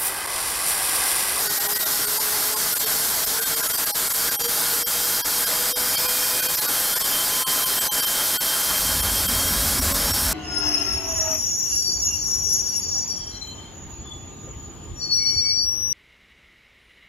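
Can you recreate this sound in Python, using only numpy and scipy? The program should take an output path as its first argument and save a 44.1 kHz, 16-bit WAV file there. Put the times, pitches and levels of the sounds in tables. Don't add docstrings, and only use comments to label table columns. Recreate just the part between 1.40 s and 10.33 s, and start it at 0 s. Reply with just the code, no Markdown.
import sys
import numpy as np
from scipy import signal
from scipy.fft import rfft, irfft, next_fast_len
from scipy.io import wavfile
from scipy.ndimage import uniform_filter1d, map_coordinates

SR = 44100
rng = np.random.default_rng(int(sys.argv[2]) if len(sys.argv) > 2 else 0)


def unload_audio(sound):
    columns = np.transpose(np.atleast_2d(sound))
    steps = np.round(np.clip(columns, -1, 1) * 32767)
    wavfile.write(sys.argv[1], SR, steps.astype(np.int16))


N = 393794
TIME = np.arange(N) / SR
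START_HZ = 403.8
LIGHT_S = 7.25


def starter_hiss():
    # frequency in Hz, relative level in dB.
    hiss_colour = [(1500, -40), (2600, -13), (3600, -7), (4500, -2), (5600, -1.8), (6500, -4), (7500, -2.7),
                   (9900, -1.6), (11600, -1.7), (12250, 2), (13500, -1), (14980, -6), (15080, -13),
                   (15800, -14)]
    jet = air_noise(hiss_colour, patchy_db=1.36)
    sizzle = filtered(jet, lambda hz: hz > 11170)
    sizzle_gain = amp(-.5 * np.maximum(TIME - 5, 0))
    jet = jet - sizzle * (1 - sizzle_gain)
    level_db = -23 + 1.5 * octaves_gained() + .12 * wobble(8)
    return amp(level_db) * floor_bounce(jet, echo=.13)


def starter_whistle():
    # time in seconds, pitch in Hz.
    pitches = [(3.1, 3197), (5.42, 3164), (5.57, 3132), (7.89, 3172), (8.38, 3247), (8.47, 3144),
               (8.93, 3150)]
    # middle in seconds, half length in seconds, change in dB.
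    surges = [(3.9, .1, -4), (5.22, .22, -5), (5.78, .05, 6), (5.87, .035, -12), (6.05, .2, 2.5),
              (8.47, .17, -9)]
    pitch_hz = np.interp(TIME, *np.transpose(pitches))
    past_peak_s = TIME - 7.3
    swell_db = np.minimum(2.5 * past_peak_s, -5.5 * past_peak_s)
    level_db = -32.5 + swell_db + bumps(surges, TIME)
    main = amp(level_db) * tone(pitch_hz, diffuse=.25, blur_hz=42)
    breathy = amp(-52) * tone(np.full(N, 3280), diffuse=.7, blur_hz=50.7)
    return main + breathy


def rotor_whine():
    # multiple of the speed, starting level in dB,
    # change in dB per second.
    tones = [(1, -50.5, .2), (2, -52.5, -.2), (3, -54, .3), (4.61, -52, -1), (4.88, -54, -1),
             (6.76, -58, 1.1), (7.54, -55, .2), (9.76, -55, 1.2), (10.14, -47, 0), (24.05, -53, .55)]
    # multiple of the tone that swells there,
    # centre in Hz, width in Hz, boost in dB.
    resonances = [(1, 422, 16, 8.5), (1, 452, 3, 4), (1, 472, 8, 7.5), (1, 496, 12, 8), (1, 560, 22, 5),
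                  (2, 993, 10, 7), (2, 1034, 9, 15.5), (3, 1425, 25, 7), (4.61, 1885, 55, 11),
                  (4.88, 2040, 40, 7), (4.88, 2440, 45, 17.5), (6.76, 3450, 40, 6), (7.54, 3720, 200, 6),
                  (9.76, 5505, 42, 12), (10.14, 4820, 90, 6.5), (10.14, 5020, 60, 12),
                  (24.05, 12300, 1200, 13)]
    speed_hz = rotor_speed()
    whine = np.zeros(N)
    for multiple, start_db, db_per_s in tones:
        pitch_hz = multiple * speed_hz
        own_resonances = [row[1:] for row in resonances if row[0] == multiple]
        level_db = start_db + db_per_s * TIME + bumps(own_resonances, pitch_hz)
        whine += amp(level_db) * tone(pitch_hz, diffuse=.15, blur_hz=20 + 1.6 * multiple)
    return whine


def flame_rumble():
    # frequency in Hz, relative level in dB.
    rumble_colour = [(20, -24), (37, -15), (45, -1), (51, 0), (66, -7), (83, 1), (97, -8), (115, -18),
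                     (200, -13), (245, -11), (310, -22), (600, -22), (1500, -27), (4000, -50)]
    full_db, growth_s = -27.8, .42
    build_up = 1 - np.exp(-np.maximum(TIME - LIGHT_S, 0) / growth_s)
    return build_up * amp(full_db + 1.2 * wobble(9.9)) * air_noise(rumble_colour, patchy_db=.5)


def intake_rush():
    # frequency in Hz, relative level in dB.
    rush_colour = [(15, -14.5), (35, -6), (90, -9), (200, -8.5), (380, -7), (490, -4), (560, -4.5),
                   (800, -1.5), (1180, -4), (1470, -0.5), (1900, -3), (2800, -12.5), (3640, -11.5),
                   (6160, -55)]
    level_db = -32.8 + 4 * octaves_gained() + .8 * wobble(16)
    return amp(level_db) * floor_bounce(air_noise(rush_colour, patchy_db=.9), echo=.099)


def dropouts(sound, chirp_s, chirp_db, chirp_count):
    # middle in seconds, time spent fully down in seconds.
    gaps = [(.088, 0), (.194, 0), (.28, 0), (.344, 0), (.386, 0), (.45, 0), (.664, 0), (.792, 0),
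            (1.155, 0), (1.347, 0), (1.389, 0), (1.455, 0), (1.858, 0), (2.007, 0), (2.05, 0), (2.157, 0),
            (2.221, 0), (2.284, 0), (2.329, 0), (2.37, 0), (2.455, 0), (2.531, .021), (2.691, 0),
            (2.733, 0), (2.904, 0), (2.978, .021), (3.031, 0), (3.074, 0), (3.448, .021), (3.832, .021),
            (4.055, 0), (4.343, .021), (4.567, 0), (4.675, 0), (5.016, 0), (5.08, 0), (5.166, 0),
            (5.207, 0), (5.272, 0), (5.549, 0), (5.592, 0), (5.634, 0), (6.051, .021), (6.253, 0),
            (6.402, 0), (6.499, .021), (6.616, 0), (6.659, 0), (6.989, .021), (7.619, 0), (7.874, 0),
            (8.408, 0), (8.535, 0), (8.728, 0)]
    depth_db, fade_s = -33.5, .021
    size = 3072
    padded = np.pad(sound, size)
    t = (np.arange(size) - size // 2) / SR
    window = np.exp(-(t / chirp_s) ** 2)
    for middle_s, hold_s in gaps:
        start = round(middle_s * SR) + size // 2
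        piece = padded[start:start + size]
        fade = np.clip((np.abs(t) - hold_s / 2) / fade_s, 0, 1)
        gain = amp(depth_db) + (1 - amp(depth_db)) * np.sin(np.pi / 2 * fade)
        spectrum = rfft(piece * window)
        standout = np.abs(spectrum) / uniform_filter1d(np.abs(spectrum), size=300) ** .55
        cutoff = np.sort(standout)[-chirp_count]
        weights = np.where(standout >= cutoff, cutoff / (standout + 1e-12), 0)
        chirps = window * irfft(spectrum * weights, size)
        padded[start:start + size] = gain * piece + amp(chirp_db) * chirps
    return padded[size:size + N]


def rotor_speed():
    climb_hz_per_s, slacken_hz_per_s2, burn_hz_per_s = 25.5, 2.3, 17
    cranking = climb_hz_per_s * TIME - slacken_hz_per_s2 * TIME ** 2 / 2
    return START_HZ + cranking + burn_hz_per_s * np.maximum(TIME - LIGHT_S, 0)


def octaves_gained():
    return np.log2(rotor_speed() / START_HZ)


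def air_noise(colour, patchy_db):
    # centre in Hz, width in Hz, change in dB.
    room_colour = [(153, 16, 4), (285, 38, 3.5), (514, 23, -1.5), (571, 41, -2.5), (644, 36, 1.5),
                   (741, 43, -5), (945, 55, 3.5), (939, 29, -11.5), (1090, 43, 1.5), (1685, 54, 0),
                   (1868, 166, -3), (2290, 43, 5), (2326, 63, -6)]
    grid = signal.stft(rng.standard_normal(N), nperseg=512)[2]
    patches = uniform_filter1d(rng.standard_normal(grid.shape), size=4, axis=0)
    patches = uniform_filter1d(patches, size=12, axis=1)
    noise = signal.istft(grid * amp(patchy_db * unit(patches)), nperseg=512)[1][:N]
    return unit(filtered(noise, lambda hz: amp(level_at(colour, hz) + bumps(room_colour, hz))))


def tone(hz, diffuse, blur_hz):
    echoes = unit(wobble(blur_hz) + 1j * wobble(blur_hz))
    blend = np.sqrt(1 - diffuse) + np.sqrt(diffuse) * echoes
    phase = 2 * np.pi * np.cumsum(hz) / SR
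    return unit(np.real(blend * np.exp(1j * phase)))


def floor_bounce(sound, echo, delay_s=.004926):
    return unit(sound + echo * np.roll(sound, round(delay_s * SR)))


def wobble(rate):
    coarse_s = TIME[::16]
    values = rng.standard_normal(int(N * rate / SR) + 4)
    return np.interp(TIME, coarse_s, map_coordinates(values, [coarse_s * rate], mode="nearest"))


def filtered(sound, gain_at):
    size = next_fast_len(N + 8192)
    return irfft(rfft(sound, size) * gain_at(np.fft.rfftfreq(size, 1 / SR)), size)[:N]


def level_at(points, hz):
    point_hz, point_db = np.transpose(points)
    return np.interp(np.log(hz + 1), np.log(point_hz + 1), point_db)


def bumps(rows, at):
    return sum(db * np.exp(-((at - centre) / width) ** 2) for centre, width, db in rows)


def amp(db):
    return 10 ** (np.asarray(db) / 20)


def unit(x):
    return x / np.sqrt(np.mean(np.abs(x) ** 2) + 1e-20)


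def scene():
    engine = rotor_whine() + starter_hiss() + starter_whistle() + intake_rush() + flame_rumble()
    mono = dropouts(engine, chirp_s=.02, chirp_db=7.8, chirp_count=15)
    return np.array([mono, mono])


def record(dry):
    return np.array([filtered(channel, lambda hz: hz < 15750) for channel in dry])


dry = scene()
out = record(dry)
unload_audio(out)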